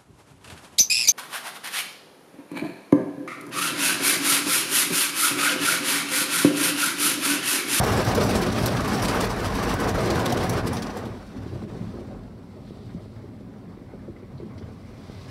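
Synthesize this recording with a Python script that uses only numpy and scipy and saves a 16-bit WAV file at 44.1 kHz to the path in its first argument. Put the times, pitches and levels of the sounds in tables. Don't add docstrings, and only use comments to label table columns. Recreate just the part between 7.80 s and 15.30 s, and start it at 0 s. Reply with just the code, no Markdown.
import sys
import numpy as np
from scipy import signal
from scipy.fft import rfft, irfft, next_fast_len
from scipy.io import wavfile
from scipy.ndimage import uniform_filter1d

SR = 44100
rng = np.random.default_rng(int(sys.argv[2]) if len(sys.argv) > 2 else 0)


def materialize(psi):
    bounded = np.clip(np.atleast_2d(psi).T, -1, 1)
    quanta = np.round(bounded * 32767).astype(np.int16)
    wavfile.write(sys.argv[1], SR, quanta)


N = 330750


def gain_of(db):
    return 10 ** (np.asarray(db) / 20)


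def evened(x):
    return x / np.sqrt(np.mean(x ** 2) + 1e-20)


def add(mix, start_s, sound):
    part = mix[round(start_s * SR):][:len(sound)]
    part += sound[:len(part)]


def control(curve, column):
    rows = np.array(curve)
    return gain_of(np.interp(np.arange(N) / SR, rows[:, 0], rows[:, column]))


def flutter(per_s):
    f = np.fft.rfftfreq(N, 1 / SR) / per_s
    shape = f / (0.22 + f ** 2) / (1 + f ** 2)
    return evened(irfft(rfft(rng.standard_normal(N)) * shape, N))


def coloured(x, spectrum):
    hz, db = np.transpose(spectrum)
    f = np.fft.rfftfreq(len(x), 1 / SR)
    colour_db = np.interp(np.log(f + 1), np.log(hz), db, -90, -90)
    return evened(irfft(rfft(x) * gain_of(colour_db), len(x)))


def patter(per_s, spread_db):
    size = gain_of(spread_db * np.minimum(rng.exponential(1, N), 5))
    sign = np.sign(rng.standard_normal(N))
    return size * sign * (rng.random(N) < per_s / SR)


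def patchy(x, depth_db):
    z = signal.stft(x, nperseg=1024, noverlap=768)[2]
    patches = uniform_filter1d(rng.standard_normal(z.shape), size=3, axis=0)
    patches = uniform_filter1d(patches, size=10, axis=1)
    z = z * gain_of(depth_db * evened(patches))
    return evened(signal.istft(z, nperseg=1024, noverlap=768)[1][:N])


def ring(hz, width_hz):
    t = np.arange(SR // 4) / SR
    wave = t * np.exp(-np.pi * 1.5 * width_hz * t) * np.sin(2 * np.pi * hz * t)
    return wave / np.linalg.norm(wave)


def already_sounding(hits, response):
    lead = SR // 4
    led_in = np.tile(hits, 2)[N - lead:]
    return signal.oaconvolve(led_in, response)[lead:][:N]


# time_s, scrub_db, spray_db, cabin_air_db, roof_and_doors_db, small_panels_db
BRUSH = [(0, -24.5, -36.5, -32, -24.5, -27), (.3, -24, -36, -39, -27.5, -28),
         (.58, -26, -35.5, -38, -30.5, -26.5), (.9, -28.5, -38.5, -39, -27.5, -30),
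         (1.42, -25.5, -35, -35, -33.5, -27.5), (1.55, -30, -40, -36, -32, -33),
         (1.9, -26.5, -36, -35.5, -33, -28), (2.15, -25, -38, -39, -26.5, -31),
         (2.35, -25.5, -38.5, -42, -30, -29.5), (2.55, -27, -39, -40, -30.5, -28),
         (2.8, -26.5, -40.5, -35, -30.5, -32), (2.86, -31, -43, -47, -31.5, -31),
         (2.95, -31, -45, -50, -33, -29), (3.05, -36.5, -48, -44, -41, -35.5),
         (3.18, -36.5, -47, -50, -40, -37), (3.3, -38, -54, -47, -35, -37.5),
         (3.47, -49, -56.5, -49, -51, -45.5), (3.58, -45, -56.5, -48, -42, -34.5),
         (3.72, -45.5, -56, -53, -33.5, -41.5), (3.9, -44, -56.5, -47, -40, -36.5),
         (4.1, -43.5, -56.5, -49, -39.5, -37.5), (4.35, -46, -62, -44, -43, -41.5),
         (4.55, -51, -66, -53, -47.5, -45.5), (4.85, -50, -62, -54, -45, -44),
         (5.15, -50, -61.5, -53, -43, -47), (5.7, -50.5, -66.5, -57, -48.5, -44),
         (6.1, -49.5, -66.5, -55, -44, -45), (6.5, -50.5, -66.5, -51, -49, -46),
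         (6.75, -48.5, -63.5, -66, -41, -44), (7.0, -51.5, -61.5, -55, -43, -45),
         (7.5, -48.5, -54.5, -51, -44, -46.5)]
# time_s, near_share (0-1)
NEAR = [(0, 1), (.5, 0.66), (1.2, 0.98), (2.6, 0.65), (3.1, 0.98), (3.3, 0.47), (3.5, 0.67), (4.0, 0.38),
        (4.6, 0.24), (5.8, 0.22), (6.6, 0.32), (7.0, 0.54), (7.5, 0.67)]
# freq_hz, relative_db (per Hz)
SCRUB_NEAR = [(220, -22), (340, 0), (480, 2), (540, -4.5), (640, -1), (700, -3), (765, 0.5), (830, -5.5),
              (1000, -4.5), (1100, -3.5), (1250, -5), (1370, -10), (1500, -6.5), (1630, -9), (1730, -9),
              (1800, -11), (2400, -18.5), (4000, -32.5)]
SCRUB_FAR = [(220, -42), (350, 5.5), (480, -2.5), (570, -2), (640, -4.5), (690, -11), (745, -9),
             (920, -13.5), (1050, -14), (1210, -20), (1300, -16.5), (1700, -27), (2150, -23), (2600, -34),
             (4000, -40)]
# freq_hz, relative_db (per Hz)
SPRAY_NEAR = [(1200, -19), (2200, 0.5), (3500, -3), (5500, -4), (8000, -7), (12000, -9.5), (16000, -13)]
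SPRAY_FAR = [(1500, -24), (2600, -5), (3300, -1.5), (4400, 0), (6000, -8), (8000, -3), (12000, -14.5),
             (16000, -9)]
# from_s, to_s
SPRAY_LEAVES_S = [1.1, 3.1]
DROPS_DB = -6
PRESS_SCRUB, PRESS_SPRAY = 0.16, 0.091
LULL_SPRAY = 1


def scrub_and_spray():
    t = np.arange(N) / SR
    near = np.interp(t, *np.transpose(NEAR))
    far = 1 - near
    uneven = 0.84 + 0.29 * near
    bunches = uneven * flutter(27.0)

    contacts = patter(per_s=6000, spread_db=1.5)
    scrub_far = evened(coloured(contacts, SCRUB_FAR) * flapping())
    scrub = patchy(near * coloured(contacts, SCRUB_NEAR) + far * scrub_far, depth_db=1.8)
    scrub *= gain_of(0.55 * near * bunches + 1.3 * far * flutter(12.0))

    water = rng.standard_normal(N)
    spray = near * coloured(water, SPRAY_NEAR) + far * coloured(water, SPRAY_FAR)
    spray = patchy(spray, depth_db=2.0)
    roughness = 0.5 + 0.5 * np.interp(t, SPRAY_LEAVES_S, [1, 0])
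    spray *= gain_of(roughness * (2.0 * bunches + 0.87 * uneven * flutter(52.0)))
    spray = evened(spray) + gain_of(DROPS_DB) * roughness * droplets()

    pressed, dip_db = pressing(), lulls_db()
    scrub = evened(scrub) * (1 + PRESS_SCRUB * pressed) * gain_of(dip_db)
    spray = evened(spray) * (1 + PRESS_SPRAY * pressed) * gain_of(LULL_SPRAY * dip_db)
    return control(BRUSH, column=1) * scrub + control(BRUSH, column=2) * spray


FLAPS_PER_S, FLAP_RISE_S, FLAP_T60_S, FLAP_SHARE = 60, 0.014, 0.18, 0.1


def flapping():
    t = np.arange(SR // 4) / SR
    push = np.minimum(t / FLAP_RISE_S, 1) * gain_of(-60 * t / FLAP_T60_S)
    hits = abs(patter(per_s=FLAPS_PER_S, spread_db=4.5))
    return 1 + FLAP_SHARE * evened(already_sounding(hits, push))


DROPS_PER_S, DROP_RISE_S, DROP_T60_S = 400, 0.00051, 0.027


def droplets():
    out, t = np.zeros(N), np.arange(1024) / SR
    octave = np.log2(np.fft.rfftfreq(len(t), 1 / SR) / 1000 + .01)
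    shape = np.minimum(t / DROP_RISE_S, 1) * gain_of(-60 * t / DROP_T60_S)
    train = patter(per_s=DROPS_PER_S, spread_db=3.5)
    kind = rng.integers(0, 16, N)
    for k, centre_oct in enumerate(np.linspace(1.0, 3.7, 16)):
        noise = rng.standard_normal(len(t))
        band = irfft(rfft(noise) * gain_of(-14.0 * (octave - centre_oct) ** 2))
        out += signal.oaconvolve(train * (kind == k), evened(band) * shape)[:N]
    return evened(out)


PRESS_T60_S = 0.039


def pressing():
    out, t = np.zeros(N), np.arange(SR // 4) / SR
    for start_s, _, rise_s, *_ in SLAPS:
        release = gain_of(-60 * np.maximum(t - rise_s, 0) / PRESS_T60_S)
        add(out, start_s, np.minimum(t / rise_s, 1) * release)
    return out


# centre_s, depth_db
LULLS = [(.25, -6), (.33, -3), (0.729, -5), (.907, -1.5), (1.037, -4), (1.117, -0.5), (1.18, -1),
         (1.27, -2.5), (1.48, -4), (1.71, -1.5), (1.769, -2), (1.983, -6.5), (2.13, -6.5), (2.435, -1),
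         (2.69, -3), (2.825, -6), (2.905, -2.5), (3.01, -1.5), (3.14, -2), (3.865, -5.5), (4.26, -1),
         (6.185, -0.5), (7.04, -1)]
LULL_HALF_WIDTH_S = 0.017


def lulls_db():
    t = np.arange(N) / SR
    return sum(depth_db * np.exp(-((t - centre_s) / LULL_HALF_WIDTH_S) ** 2) for centre_s, depth_db in LULLS)


# freq_hz, width_hz, relative_db
CABIN = [(51.5, 19, -3), (93, 18, 6.5), (116.4, 30.4, -3), (177.2, 23.5, 4), (207.4, 20, 5),
         (240.2, 47.4, 4.5), (270, 44, 3), (349.7, 19.4, -11.5), (400, 24, -21), (477, 45, -21),
         (554, 36, -13), (630, 66, -49), (735, 66, -31)]
PART_TOPS_HZ = [70, 105, 132]
PART_WANDER_DB, PART_WANDER_PER_S = 0.7, 1.13
ROOF_DB = -3.5
LULL_BODY = 0.34


def drumming():
    parts, lumps = np.zeros((4, N)), flutter(6.7)
    for hz, width_hz, db in CABIN:
        blows = evened(patter(per_s=500, spread_db=2.0) * gain_of(0.11 * lumps))
        rung = already_sounding(blows, ring(hz, width_hz))
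        parts[np.searchsorted(PART_TOPS_HZ, hz)] += gain_of(db) * rung
    air, roof, doors, panels = [
        evened(part * gain_of(PART_WANDER_DB * flutter(PART_WANDER_PER_S))) for part in parts]
    sides = evened(gain_of(ROOF_DB) * roof + doors)
    body = control(BRUSH, column=4) * sides + control(BRUSH, column=5) * panels
    return control(BRUSH, column=3) * air + body * gain_of(LULL_BODY * lulls_db())


# start_s, level_db, rise_s, t60_s, centre_oct (re 1 kHz)
SLAPS = [(0.029, -29.5, 0.0091, 0.67, 2.7), (0.118, -28, 0.0048, .12, 3.5), (0.158, -29, 0.019, 0.15, 2.2),
         (.174, -33.5, 0.04, 0.11, 2.2), (.233, -33, 0.014, 0.26, 2.8), (.262, -31, .025, 0.18, 2.5),
         (0.346, -23, 0.0053, 0.072, 3.1), (.374, -32, 0.0046, .12, 4.8), (.415, -29.5, 0.02, 0.28, 3.1),
         (.488, -28, 0.0083, 0.16, 2.5), (.545, -27, 0.011, 0.22, 2.7), (0.614, -30, 0.0043, .085, 4.1),
         (0.658, -29, 0.011, 0.05, 2.5), (.713, -33.5, 0.016, 0.049, 2.7), (.777, -34.5, 0.0095, 0.97, 2.6),
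         (0.857, -18, 0.0045, 0.061, 3.4), (0.873, -30.5, 0.0089, 0.1, 1.9), (.912, -46, .004, .08, 3.1),
         (1.002, -32, 0.0055, 0.12, 2.3), (1.069, -32, 0.015, 0.12, 2.6), (1.125, -29, 0.015, 0.2, 2.9),
         (1.215, -27, 0.0097, 0.19, 2.8), (1.278, -26, 0.0083, 0.15, 2.25), (1.334, -32, 0.017, 0.15, 4.1),
         (1.402, -24.5, 0.0073, 0.097, 3.1), (1.417, -30, 0.038, 0.043, 5.2),
         (1.491, -34, 0.018, 0.12, 2.8), (1.593, -38, 0.0074, 0.17, 4.2), (1.63, -31.5, 0.033, 0.062, 2.6),
         (1.75, -31.5, 0.0044, .1, 3.1), (1.823, -30.5, 0.0097, 0.079, 2.8), (1.887, -33, 0.0097, .13, 2.1),
         (1.937, -26.5, .004, 0.04, 4.5), (2.0, -28.5, 0.0032, 0.1, 3.7), (2.07, -30.5, 0.023, 0.097, 2.6),
         (2.141, -36.5, 0.0086, 0.11, 2.5), (2.196, -33.5, 0.012, 0.1, 2.7),
         (2.301, -24.5, 0.0032, 0.057, 2.1), (2.347, -31, .006, 0.15, 2.3),
         (2.393, -30.5, 0.0033, 0.12, 2.3), (2.453, -24, 0.0084, 0.05, 2.4),
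         (2.493, -34, 0.0057, 0.11, 2.6), (2.374, -39, 0.0037, .06, 2.6), (2.255, -34, .004, .1, 3.5),
         (2.18, -41, .006, .08, 3.7), (1.044, -37, .005, 0.087, 2.5), (1.563, -46, .005, 0.083, 3.4),
         (1.698, -44, .005, .08, 3), (0.82, -35, .008, 0.11, 3.5), (0.945, -41, 0.0067, .12, 3.6),
         (1.236, -27.5, 0.016, .12, 2.1), (2.521, -26.5, 0.0037, 0.061, 3.1),
         (2.568, -31.5, 0.0089, 0.042, 2.3), (2.599, -36, 0.0067, 0.13, 1.3), (2.625, -35, 0.013, 0.2, 3.1),
         (2.693, -21, 0.0022, 0.069, 3.9), (2.728, -33.5, .008, 0.065, 3.4), (2.763, -35, 0.019, 0.077, 2),
         (2.859, -31, 0.019, 0.07, 2.7), (2.927, -33, 0.0046, 0.23, 3.2), (2.965, -35, 0.0046, 0.12, 1.7),
         (3.019, -33.5, 0.0051, 0.084, 1.9), (3.062, -41.5, 0.0061, 0.088, 1.8),
         (3.095, -41, 0.0091, 0.071, 1.1), (3.165, -40, 0.0088, 0.11, 3.5), (3.25, -45.5, .006, 0.11, 2.2)]


def slaps():
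    out, t = np.zeros(N), np.arange(8192) / SR
    octave = np.log2(np.fft.rfftfreq(len(t), 1 / SR) / 1000 + .01)
    skirts_db = -1.8 * np.maximum(octave - 3.3, 0) - 8.1 * np.maximum(1.2 - octave, 0)
    for start_s, level_db, rise_s, t60_s, centre_oct in SLAPS:
        noise, bumps, drops = rng.standard_normal((3, len(t)))
        uneven_db = 2.8 * evened(uniform_filter1d(bumps, size=140))[:len(octave)]
        colour_db = uneven_db - 2.0 * (octave - centre_oct) ** 2 + skirts_db
        burst = evened(irfft(rfft(noise) * gain_of(colour_db)))
        spatter = evened(gain_of(2.6 * evened(uniform_filter1d(drops, size=50))))
        shape = np.minimum(t / rise_s, 1) * gain_of(-60 * np.maximum(t - rise_s, 0) / t60_s)
        add(out, start_s, gain_of(level_db) * shape * spatter * burst)
    return out


# start_s, peak_db, centre_oct (re 100 Hz), damping (relative)
THUDS = [(0.479, -28, 4, 0.63), (0.556, -13.5, 1.1, 1.7), (2.147, -20, -6, 2.6), (2.519, -19, 4, 0.57),
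         (2.735, -36, 0, 0.78), (2.778, -25, 2, 3.1), (3.166, -26, 3, 1.5), (3.528, -41, 2.5, 0.56),
         (3.578, -30, 0.5, 0.73), (3.659, -27, 1.8, 1.2), (3.72, -30.5, 2.2, 0.81), (3.754, -34, 2.5, 1.4),
         (3.815, -32, 2, 0.52), (3.85, -28, 1.6, 1.1), (3.945, -30, 2.5, 1.4), (4.003, -23, 0.83, 0.53),
         (4.131, -34.5, 2.1, 0.89), (4.183, -32, 3, 1.1), (4.209, -31.5, 2.4, 1.1), (4.30, -38, 3, 0.37),
         (4.76, -36, 2.5, 0.63), (4.869, -42, 2.8, 1.1), (4.907, -26, 2, 2.3), (4.99, -28, 1.5, 2),
         (5.091, -32, 1.5, 1.3), (5.146, -23, 0.95, 1), (5.258, -31, 2.5, 2.7), (5.43, -36, 2, 0.82),
         (5.604, -38.5, 2.5, 1.2), (5.744, -37, 1.5, 1), (5.864, -34, 1, 0.85), (5.964, -38, 2, 0.71),
         (6.134, -30, 2.3, 1.3), (6.152, -46, -3, 1.3), (6.232, -39, 1.2, 1), (6.277, -28, 2.1, 1.2),
         (6.303, -25, 1.5, 2.7), (6.427, -33.5, 2.5, 1.9), (6.529, -31, 0.5, 0.38), (6.601, -25, 2.1, 2.3),
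         (6.619, -28.5, 1.8, 1.15), (6.667, -34, 2, 1.8), (6.809, -34, 2.5, 1.2), (6.826, -32, 1, 2.2),
         (6.875, -33, 0, 1.2), (7.091, -41, 2.5, 0.64), (7.298, -24, 2, 3.1)]
BLOW_PLACE_DB, BLOW_DETUNE_SHARE = 2, 0.04
BLOW_TILT_DB_PER_OCT = -10


def thuds():
    out, t = np.zeros(N), np.arange(SR // 4)[:, None] / SR
    hz, width_hz, _ = np.transpose(CABIN)
    octave = np.log2(hz / 100)
    for start_s, peak_db, centre_oct, damping in THUDS:
        place, detune = rng.standard_normal((2, len(hz)))
        reach_db = -14.0 / damping * (octave - centre_oct) ** 2
        woken = gain_of(BLOW_PLACE_DB * place + BLOW_TILT_DB_PER_OCT * octave + reach_db)
        decay = np.exp(-np.pi * 0.9 * damping * width_hz * t)
        modes = np.sin(2 * np.pi * hz * (1 + BLOW_DETUNE_SHARE * detune) * t)
        blow = (woken * decay * modes).sum(axis=1)
        blow *= np.sin(np.pi / 2 * np.minimum(t[:, 0] * damping / 0.0054, 1)) ** 2
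        add(out, start_s, gain_of(peak_db) * blow / abs(blow).max())
    return out


# start_s, level_db, centre_hz, width_hz, t60_s
TICKS = [(2.147, -29, 900, 900, .12), (3.165, -35, 900, 900, .1), (3.31, -43, 1200, 900, .08),
         (3.426, -54, 900, 900, .08), (3.723, -48, 800, 700, 0.07), (3.753, -47, 1000, 1000, 0.071),
         (3.814, -41, 800, 700, .08), (4.268, -57, 1300, 1000, .1), (4.343, -48, 800, 600, 0.091),
         (4.45, -54, 1200, 900, .1), (4.752, -65, 1300, 900, .1), (4.87, -57, 1600, 1200, .12),
         (5.09, -51, 1300, 1200, 0.13), (5.358, -54, 1700, 1400, .12), (5.735, -56, 1700, 1200, 0.11),
         (5.925, -51, 1100, 900, .1), (6.012, -57, 1900, 700, .1), (6.6, -52, 900, 700, .1),
         (6.817, -49, 1300, 900, .1), (6.128, -61, 1550, 400, .07), (6.192, -55, 1800, 500, .07),
         (6.353, -52.5, 2010, 150, 0.11), (6.43, -60, 2170, 600, .12), (6.575, -59, 4200, 1000, 0.18),
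         (6.59, -58, 2100, 700, .12), (6.704, -59, 2170, 450, 0.17), (6.778, -53, 4720, 2000, 0.13),
         (6.777, -55, 7500, 3000, .06), (6.777, -58, 3320, 500, 0.09), (6.776, -53, 2150, 350, 0.076),
         (6.825, -58, 3200, 900, .09)]
TICK_GRIT_DB, TICK_RISE_S = 3.5, 0.003


def ticks():
    out, t = np.zeros(N), np.arange(4096) / SR
    f = np.fft.rfftfreq(len(t), 1 / SR)
    for start_s, level_db, centre_hz, width_hz, t60_s in TICKS:
        noise, grit = rng.standard_normal((2, len(t)))
        band = irfft(rfft(noise) / (1 + (2 * (f - centre_hz) / width_hz) ** 2))
        puff = evened(band * gain_of(TICK_GRIT_DB * evened(uniform_filter1d(grit, size=90))))
        shape = np.minimum(t / TICK_RISE_S, 1) * gain_of(level_db - 60 * t / t60_s)
        add(out, start_s, shape * puff)
    return out


# time_s, level_db
GLASS_RUB = [(4.5, -78), (5.4, -72), (6.2, -72), (6.75, -71), (7.1, -65), (7.5, -62)]
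GLASS_HZ, GLASS_WIDTH_HZ = 2090, 330


def rear_glass():
    rubbing = patter(per_s=900, spread_db=2.0) * gain_of(3.1 * flutter(14.0))
    rung = signal.oaconvolve(rubbing, ring(GLASS_HZ, GLASS_WIDTH_HZ))[:N]
    return control(GLASS_RUB, column=1) * evened(rung)


# time_s, level_db, centre_hz
RUSH = [(4.6, -87, 3710), (4.8, -80, 3760), (4.86, -64, 3720), (5.06, -66, 3930), (5.2, -79, 3850),
        (5.35, -82, 3760), (5.5, -87, 3740), (6.9, -78, 4400), (7.2, -68, 4430), (7.4, -58, 4380),
        (7.5, -60, 4500)]
RUSH_HALF_WIDTH_HZ = 850.0


def water_behind():
    time_s, _, centre_hz = np.transpose(RUSH)
    low_pass = signal.butter(2, RUSH_HALF_WIDTH_HZ, fs=SR, output="sos")
    band = signal.sosfilt(low_pass, rng.standard_normal((2, N)))
    phase = 2 * np.pi * np.cumsum(np.interp(np.arange(N) / SR, time_s, centre_hz)) / SR
    shifted = band[0] * np.cos(phase) + band[1] * np.sin(phase)
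    return control(RUSH, column=1) * evened(gain_of(2.2 * flutter(70.0)) * shifted)


# freq_hz, relative_db (per Hz)
HISS = [(2000, -11), (6000, -12), (10000, -9.5), (16000, -8)]
HISS_DB = -69.5


def hiss():
    return gain_of(HISS_DB) * coloured(rng.standard_normal(N), HISS)


def scene():
    brushes = scrub_and_spray() + drumming()
    strikes = slaps() + thuds() + ticks()
    background = rear_glass() + water_behind() + hiss()
    return (brushes + strikes + background)[None]


LOW_CUT_HZ, BAND_EDGE_HZ = 36.0, 15760


def record(dry):
    size = next_fast_len(N + SR // 4)
    f = np.fft.rfftfreq(size, 1 / SR)
    step_db = -6.0 * np.clip((f - 6100) / 150, 0, 1)
    fade_db = -7.5 * np.clip((f - 11500) / 4000, 0, 1)
    toned = irfft(rfft(dry, size) * gain_of(step_db + fade_db), size)[:, :N]
    thin = signal.sosfilt(signal.butter(4, LOW_CUT_HZ, "high", fs=SR, output="sos"), toned)
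    band_limit = signal.firwin(2047, BAND_EDGE_HZ, window=("kaiser", 9), fs=SR)
    return signal.oaconvolve(thin, band_limit[None], "same")


dry = scene()
out = record(dry)
materialize(out)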